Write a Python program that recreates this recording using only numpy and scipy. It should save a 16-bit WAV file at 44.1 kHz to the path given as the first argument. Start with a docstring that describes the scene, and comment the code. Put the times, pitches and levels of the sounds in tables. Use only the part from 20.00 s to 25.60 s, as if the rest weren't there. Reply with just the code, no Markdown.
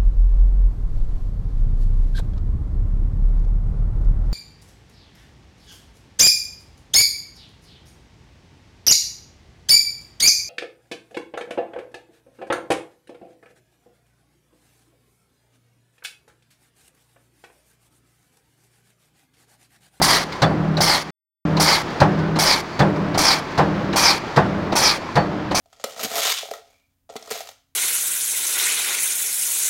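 """A flywheel punching press cuts discs from sheet metal in a workshop, one stroke every 0.79 s.
The air clutch slams in and excites the modes of the bed; the loaded drive forces the frame to drone.
A valve clicks and the air escapes through a silencer: a pop, a falling turbulent hiss and an edge tone.
The sheet taps the table, loose steel pings and the motor runs on, all in slight reverberation.
The timbre shifts as the microphone backs away, and the sound cuts out once."""
import sys
import numpy as np
from scipy import signal
from scipy.fft import rfft, irfft, next_fast_len
from scipy.io import wavfile
from scipy.ndimage import uniform_filter1d, map_coordinates

SR = 44100
rng = np.random.default_rng(int(sys.argv[2]) if len(sys.argv) > 2 else 0)


def wav_record(signal):
    """Record a signal, one row per channel, as 16-bit PCM in the file named by sys.argv[1]."""
    frames = np.transpose(np.atleast_2d(signal))
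    bounded = np.clip(frames, -1, 1)
    # unit amplitude maps onto the largest positive 16-bit level
    quanta = np.round(bounded * 32767).astype(np.int16)
    wavfile.write(sys.argv[1], SR, quanta)


N = 246959
TIME = np.arange(N) / SR
AGE = TIME[:SR]  # time since an event began [s]

# All levels in the tables are relative.
# clutch engagements: (time [s], slam level [dB], drone level [dB], sheet hum level [dB])
STROKES = [(-.372, -10, -24.5, -24), (.418, -11.5, -27, -21.5), (1.212, -6, -24.5, -18.5),
           (2.001, -8.5, -28, -20.5), (2.791, -10, -26.5, -27), (3.576, -10, -28.5, -31),
           (4.361, -9, -28, -33.5), (5.154, -10.5, -31, -38)]
# air releases: (time [s], pop level [dB], blast level [dB])
AIR_DUMPS = [(.016, -6, -16.5), (.805, -9, -18.5), (1.598, -10.5, -17), (2.387, -11, -17.5),
             (3.176, -9, -18), (3.959, -12.5, -17), (4.754, -12, -18), (5.546, -11.5, -19.5)]
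# shifts of the release valve, and taps of the sheet on the table: (time [s], level [dB])
VALVE_SHIFTS = [(0.7696, -15.5), (1.5677, -16), (2.3568, -22), (3.1433, -19), (3.929, -20.5), (4.7214, -19),
                (5.5098, -21.5)]
SHEET_TAPS = [(.323, -28), (.355, -37), (1.903, -34.5), (2.19, -35.5), (2.96, -39)]
# loose steel parts, and a soft knock of the sheet near 1 kHz at 5.09 s: (time [s], level [dB], frequency [Hz],
# T60 [s])
PINGS = [(.426, -11.5, 4030, 0.019), (.441, -20.5, 3470, .056), (.455, -39, 4530, .24), (2.2, -36, 1492, 1),
         (2.725, -44, 4500, 0.63), (2.818, -23, 3430, 0.04), (5.089, -22, 1022, .06),
         (5.18, -31.5, 4470, 0.21), (5.172, -12, 698, .16)]
# course of the motor noise: (time [s], level [dB])
MOTOR_LEVELS = [(.3, -32), (1.07, -34.5), (1.9, -28), (2.7, -31.5), (3.5, -28), (4.3, -29), (5.1, -31)]
# free modes of the press bed and the tapped steel: (frequency [Hz], level [dB], T60 [s])
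BED_MODES = [(592, 5.5, 0.044), (654, -5.5, 0.32), (722, -6.5, .17), (813, 1.5, 0.19), (1022, 1.5, 0.1)]
STEEL_MODES = [(960, 2.5, 0.3), (1020, 3.5, 0.19), (2140, 2, 0.069), (4850, -8, .06), (9200, -27.5, 0.15),
               (12760, -30, 0.074)]
# sustained tones of the frame and the motor: (frequency [Hz], level [dB])
FRAME_TONES = [(82, -14.5), (110, -15), (197, -3), (287, -11.5), (303, -9), (594, -11.5), (720, -18)]
MOTOR_TONES = [(100, -49), (161, -44.5), (200, -45.5), (352, -48.5)]
# noise spectra: (frequency [Hz], spectral density level [dB])
SLAM_SPECTRUM = [(40, -21.5), (130, 5), (235, -20.5), (290, -4), (390, -8), (480, -1), (590, 3), (830, 1.5),
                 (1080, -3), (1300, -8), (1850, -8.5), (2300, -18), (5000, -31), (16000, -65)]
SPIT_SPECTRUM = [(300, 5.5), (1500, 6), (3000, -4), (4200, 3), (5200, -0.5), (7000, -12), (9500, -18.5),
                 (12500, -26), (16000, -25)]
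GEAR_SPECTRUM = [(30, -14.5), (120, 0), (170, 4.5), (240, -3), (310, 3.5), (400, -3), (600, -6),
                 (900, -9.5), (1400, -13), (2500, -28), (6000, -42.5), (16000, -60.5)]
JET_SPECTRUM = [(200, -8), (1000, -3), (2400, -21.5), (3500, -7.5), (4400, 0.5), (5600, 1), (6800, -10.5),
                (8000, -7), (10300, -7.5), (11800, -9), (14000, -19), (16000, -19.5)]
PIPE_SPECTRUM = [(120, -15), (400, -5), (800, -1.5), (1400, -7.5), (2300, -4), (2900, -8.5), (4400, -6),
                 (7000, -15), (16000, -52)]
CLICK_SPECTRUM = [(1000, 2), (3200, -19), (3950, 12), (4600, 4), (5600, -5.5), (9000, -31), (12500, -25.5),
                  (16000, -36.5)]
KNOCK_SPECTRUM = [(60, -42), (170, 3.5), (450, 2.5), (850, 3.5), (1400, -5), (2500, -10.5), (6000, -21.5),
                  (16000, -50)]
MOTOR_SPECTRUM = [(25, -15.5), (70, -7.5), (200, -1.5), (360, -1), (450, -4.5), (1000, -5), (1300, -8),
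                  (1800, -11), (2800, -19), (5000, -25.5), (6500, -34.5), (9500, -54.5), (12500, -55),
                  (16000, -48)]
# resonances and nulls of the exhaust line: (frequency [Hz], half width [Hz], gain [dB])
DUCT_RESONANCES = [(450, 47, -4.5), (913, 120, 4), (1190, 40, 3), (1440, 420, 4), (2820, 37, -2),
                   (3300, 230, 4), (3650, 230, -4), (4580, 150, 2.5), (8020, 250, -5)]
# reverberation of the workshop: (frequency [Hz], T60 [s])
ROOM_DECAY = [(150, 0.65), (2000, 0.13), (12000, 0.29)]

LOCK_S, BITE_DB_PER_S, CHATTER_T60_S = 0.017, 948.5, 0.2  # the plates bite harder until they lock
STROKE_S, SURGE_DB, SURGE_T60_S = 0.38, 3.5, 0.64  # the drive surges as it takes up the ram
RING_ON_DB, RING_ON_S = -15.5, .7  # the sheet rings on faintly until the next stroke
FIRST_HOLD_S, SECOND_OPENS_S, SECOND_HOLD_S, SHUT_S, SEEP_S = 0.038, 0.056, 0.1, 0.223, 0.43
SAG_DB_PER_S = 56  # the second air chamber loses pressure
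WHISTLE_PEAK_S, WHISTLE_WIDTH_S = 0.12, .047  # the silencer sings while the flow is strongest
MUTE_START_S, MUTE_END_S, TOP_HZ = 1.106, 1.452, 15850

RETREAT_S = 3.8  # the pairs below glide over this time: (close by, further off)
SPIT_DB, BED_DB, THUD_DB = (-9, -15.5), (-18, -8.5), (-22, -16)
JET_DB, PIPE_HZ = (1.1, -0.5), (1990, 2380)
WHISTLE_DB, WHISTLE_HZ, WHISTLE_BAND_HZ = (-21, -15.5), (5010, 5665), (480, 1100)


def press_strokes():
    """Impact and forced vibration: air spits, the clutch rings the bed, the drive shakes the frame."""
    out = np.zeros(N)
    bite = amp(-BITE_DB_PER_S * np.maximum(LOCK_S - AGE, 0))
    chatter = bite * fade(t60=CHATTER_T60_S, attack=.0005, hold=LOCK_S)
    surge = amp(SURGE_DB) * fade(t60=SURGE_T60_S, attack=0.0017, delay=0.012)
    load = fade(t60=0.54, attack=.008, hold=STROKE_S) + surge
    ring_on = amp(RING_ON_DB) * fade(t60=0.43, attack=.025, hold=RING_ON_S)
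    sheet_gain = fade(t60=.45, attack=.025, hold=STROKE_S) + ring_on
    # the thud rises in pitch as the plates lock, then hums on in the sheet
    phase = 2 * np.pi * np.cumsum(159.5 - 62 * np.exp(-AGE / .017)) / SR
    thud = np.sqrt(2) * np.sin(phase) * swell(peak_s=.027, width_s=.026) * (1 - np.exp(-AGE / .0043))
    for s, slam_db, drone_db, sheet_db in STROKES:
        slam = amp(slam_db) * chatter * rush(SLAM_SPECTRUM) * amp(0.62 * wobble(250))
        spit = amp(retreat(SPIT_DB, s)) * fade(t60=0.091, attack=0.0043) * rush(SPIT_SPECTRUM)
        gears = amp(drone_db) * load * rush(GEAR_SPECTRUM) * amp(0.86 * wobble(70))
        sheet = amp(sheet_db + 1.3 * wobble(30)) * sheet_gain * np.sin(phase + .3 * wobble(25))
        add(out, s, slam + spit + gears + amp(retreat(THUD_DB, s)) * thud + sheet)
        bed = modal_ring(BED_MODES, spread_db=3, drift=0.98, attack=0.0015)
        add(out, s + LOCK_S, amp(slam_db + retreat(BED_DB, s)) * bed)
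        # the frame's close pitches waver under the load and beat against the sheet
        frame = sum(amp(db + 2.2 * wobble(22)) * tone(hz, drift=.6) for hz, db in FRAME_TONES)
        add(out, s + .006, amp(drone_db - 0.5) * load * frame)
    return out


def modal_ring(modes, spread_db, drift, attack):
    """Modal superposition: a struck body rings as a sum of damped tones of random strength."""
    return sum(amp(db + rng.normal(0, spread_db)) * tone(hz, drift) * fade(t60, attack)
               for hz, db, t60 in modes)


def exhaust():
    """Jet noise: after a pressure front pops out, turbulent air hisses, roars and whistles."""
    out = np.zeros(N)
    jet_gain = blowdown(second_db=-2, empty_t60=0.14, bleed_db=-19.5, seep_db=-42.5)
    pipe_gain = blowdown(second_db=7.5, empty_t60=0.43, bleed_db=-18, seep_db=-19.5)
    whistle_gain = swell(WHISTLE_PEAK_S, WHISTLE_WIDTH_S, power=4)
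    whistle_gain += amp(-10.5) * fade(t60=.15, attack=.002, hold=FIRST_HOLD_S)
    pop = 2.2 * np.sin(2 * np.pi * 760 * AGE) * fade(t60=.011, attack=.0002)
    for s, pop_db, blast_db in AIR_DUMPS:
        pipe_hz = retreat(PIPE_HZ, s)
        hiss = sputter(duct_noise(JET_SPECTRUM, pipe_hz), depth_db=2.4)
        jet = amp(blast_db + retreat(JET_DB, s)) * jet_gain * hiss
        pipe = amp(blast_db - 4) * pipe_gain * duct_noise(PIPE_SPECTRUM, pipe_hz)
        edge = edge_tone(retreat(WHISTLE_HZ, s), fall_per_s=2.5, width_hz=retreat(WHISTLE_BAND_HZ, s))
        whistle = amp(retreat(WHISTLE_DB, s)) * whistle_gain * edge
        turbulence = amp(.9 * wobble(260))
        add(out, s, amp(pop_db) * pop + turbulence * (jet + pipe + whistle))
    return out


def blowdown(second_db, empty_t60, bleed_db, seep_db):
    """Incoherent flows add in power: two chambers empty over a bleed; the port shuts and air seeps."""
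    first = fade(t60=0.35, attack=0.0033, hold=FIRST_HOLD_S)
    sag = amp(-SAG_DB_PER_S * np.maximum(AGE - SECOND_OPENS_S, 0))
    emptying = fade(t60=empty_t60, attack=0.021, hold=SECOND_HOLD_S, delay=SECOND_OPENS_S)
    second = amp(second_db) * sag * emptying
    port = fade(t60=.022, attack=.0003, hold=SHUT_S)
    seep = amp(seep_db) * fade(t60=.08, attack=.003, hold=SEEP_S)
    return port * np.sqrt(first ** 2 + second ** 2 + amp(bleed_db) ** 2) + seep


def duct_noise(spectrum, pipe_hz):
    """Duct resonance: fixed peaks and nulls colour the flow noise, with one more pair set by pipe_hz."""
    bands = DUCT_RESONANCES + [(pipe_hz, 150, 6), (pipe_hz + 520, 170, -5)]
    colour_db = lambda hz: sum(db / (1 + ((hz - centre) / width) ** 2) for centre, width, db in bands)
    return noise(lambda hz: amp(along(spectrum, hz) + colour_db(hz)))


def sputter(x, depth_db):
    """Turbulent modulation: eddies give a jet brief random patches of strength in each band."""
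    bins = signal.stft(x, nperseg=256)[2]
    eddies = uniform_filter1d(rng.standard_normal(bins.shape), size=9, axis=0)
    eddies = uniform_filter1d(eddies, size=3, axis=1)
    return unit(signal.istft(bins * amp(depth_db * unit(eddies)), nperseg=256)[1][:len(x)])


def edge_tone(centre_hz, fall_per_s, width_hz):
    """An edge tone follows the flow: a narrow noise band sinks in pitch with the air pressure."""
    band = lambda hz: 1 / (1 + (hz / width_hz) ** 2) ** 2
    pitch_hz = centre_hz * np.exp(-fall_per_s * np.clip(AGE - .07, -.02, .09))
    phase = 2 * np.pi * np.cumsum(pitch_hz) / SR
    return noise(band) * np.cos(phase) + noise(band) * np.sin(phase)


def release_valve():
    """Impact noise: the spool clicks and the housing knocks just after it."""
    out = np.zeros(N)
    for s, click_db in VALVE_SHIFTS:
        add(out, s, amp(click_db - 6) * fade(t60=.075, attack=.0005) * rush(CLICK_SPECTRUM))
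        add(out, s + .003, amp(-16.5) * fade(t60=.13, attack=.0015) * rush(KNOCK_SPECTRUM))
    return out


def sheet_taps():
    """Impulsive excitation: the sheet meets the table with a crack and rings the steel's modes."""
    out = np.zeros(N)
    for s, db in SHEET_TAPS:
        ring = modal_ring(STEEL_MODES, spread_db=3.6, drift=1.0, attack=.0005)
        crack = fade(t60=0.12, attack=.0005) * rush(SPIT_SPECTRUM)
        add(out, s, amp(db) * (ring / 2 + crack))
    return out


def loose_parts():
    """Damped free vibration: each jolted steel part, and one soft knock of the sheet, rings on one pitch."""
    out = np.zeros(N)
    for s, db, hz, t60 in PINGS:
        add(out, s, amp(db) * tone(hz, drift=0.89) * fade(t60, attack=0.00074))
    return out


def motor():
    """Steady rotation: motor, belt and flywheel radiate broadband noise and a wavering hum."""
    level = amp(np.interp(TIME, *np.transpose(MOTOR_LEVELS)) + 0.47 * wobble(25, N))
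    hum = np.zeros(N)
    for hz, db in MOTOR_TONES:
        gain = amp(db + 1.3 * wobble(0.71, N))
        hum += gain * np.sin(2 * np.pi * hz * TIME + 2.4 * wobble(6.5, N))
    return level * rush(MOTOR_SPECTRUM, N) + hum


def workshop(x):
    """Diffuse reverberation: convolution with a decaying noise tail in which the bass lasts longest."""
    hz, t, bins = signal.stft(rng.standard_normal(SR // 2), SR, nperseg=256)
    decay = amp(-60 * t / along(ROOM_DECAY, hz)[:, None])
    tail = signal.istft(bins * decay, SR, nperseg=256)[1]
    return signal.fftconvolve(x, tail / np.linalg.norm(tail))[:N]


def retreat(pair, s):
    """Linear glide from the close value to the far one as the microphone backs away."""
    return np.interp(s, (0, RETREAT_S), pair)


def amp(db):
    """Decibels to amplitude ratio."""
    return 10 ** (np.asarray(db) / 20)


def unit(x):
    """Normalisation to rms 1."""
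    return x / np.sqrt(np.mean(x ** 2) + 1e-20)


def along(points, hz):
    """Interpolation of (frequency [Hz], value) points on a log axis."""
    frequencies, values = np.transpose(points)
    return np.interp(np.log(hz + 1), np.log(frequencies + 1), values)


def wobble(rate, size=SR):
    """Smooth random modulation, rate knots a second."""
    knots = rng.standard_normal(int(size * rate / SR) + 4)
    return map_coordinates(knots, [np.arange(size) * rate / SR])


def noise(gain, size=SR):
    """White noise filtered by gain(hz), at rms 1."""
    hz = np.fft.rfftfreq(size, 1 / SR)
    return unit(irfft(rfft(rng.standard_normal(size)) * gain(hz), size))


def rush(spectrum, size=SR):
    """Noise of rms 1 with a tabulated spectrum."""
    return noise(lambda hz: amp(along(spectrum, hz)), size)


def fade(t60, attack, hold=0, delay=0):
    """Exponential decay after a delay, a rise and a hold, all in seconds."""
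    age = np.maximum(AGE - delay, 0)
    return amp(-60 * np.maximum(age - hold, 0) / t60) * (1 - np.exp(-age / attack))


def swell(peak_s, width_s, power=2):
    """A Gaussian envelope; a higher power flattens its top."""
    return np.exp(-((AGE - peak_s) / width_s) ** power)


def tone(hz, drift):
    """Phase modulation: a sine of rms 1 wanders by about drift radians."""
    return np.sqrt(2) * np.sin(2 * np.pi * hz * AGE + drift * wobble(8.2))


def add(track, s, sound):
    """Superpose a sound on the track at time s, which may lie before the start."""
    start = round(s * SR)
    sound = sound[max(-start, 0):]
    part = track[max(start, 0):][:len(sound)]
    part += sound[:len(part)]


def scene():
    """Superposition of the direct sound of the press, its weak reverberation and the motor."""
    press = press_strokes() + exhaust() + release_valve() + sheet_taps() + loose_parts()
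    return (press + amp(-19) * workshop(press) + motor())[None]


def record(dry):
    """Filtering and saturation: a microphone's treble null, rounded peaks, one dropout, a low-pass."""
    size = next_fast_len(N + SR // 2)
    hz = np.fft.rfftfreq(size, 1 / SR)
    null = amp(-12 / (1 + ((hz - 11040) / 290) ** 2))
    heard = irfft(rfft(dry, size) * null, size)[..., :N]
    rounded = heard / (1 + np.abs(heard / .95) ** 6) ** (1 / 6)
    gate = uniform_filter1d(1.0 * ((TIME < MUTE_START_S) | (TIME > MUTE_END_S)), size=40)
    return irfft(rfft(rounded * gate, size) * (hz < TOP_HZ), size)[..., :N]


dry = scene()
out = record(dry)
wav_record(out)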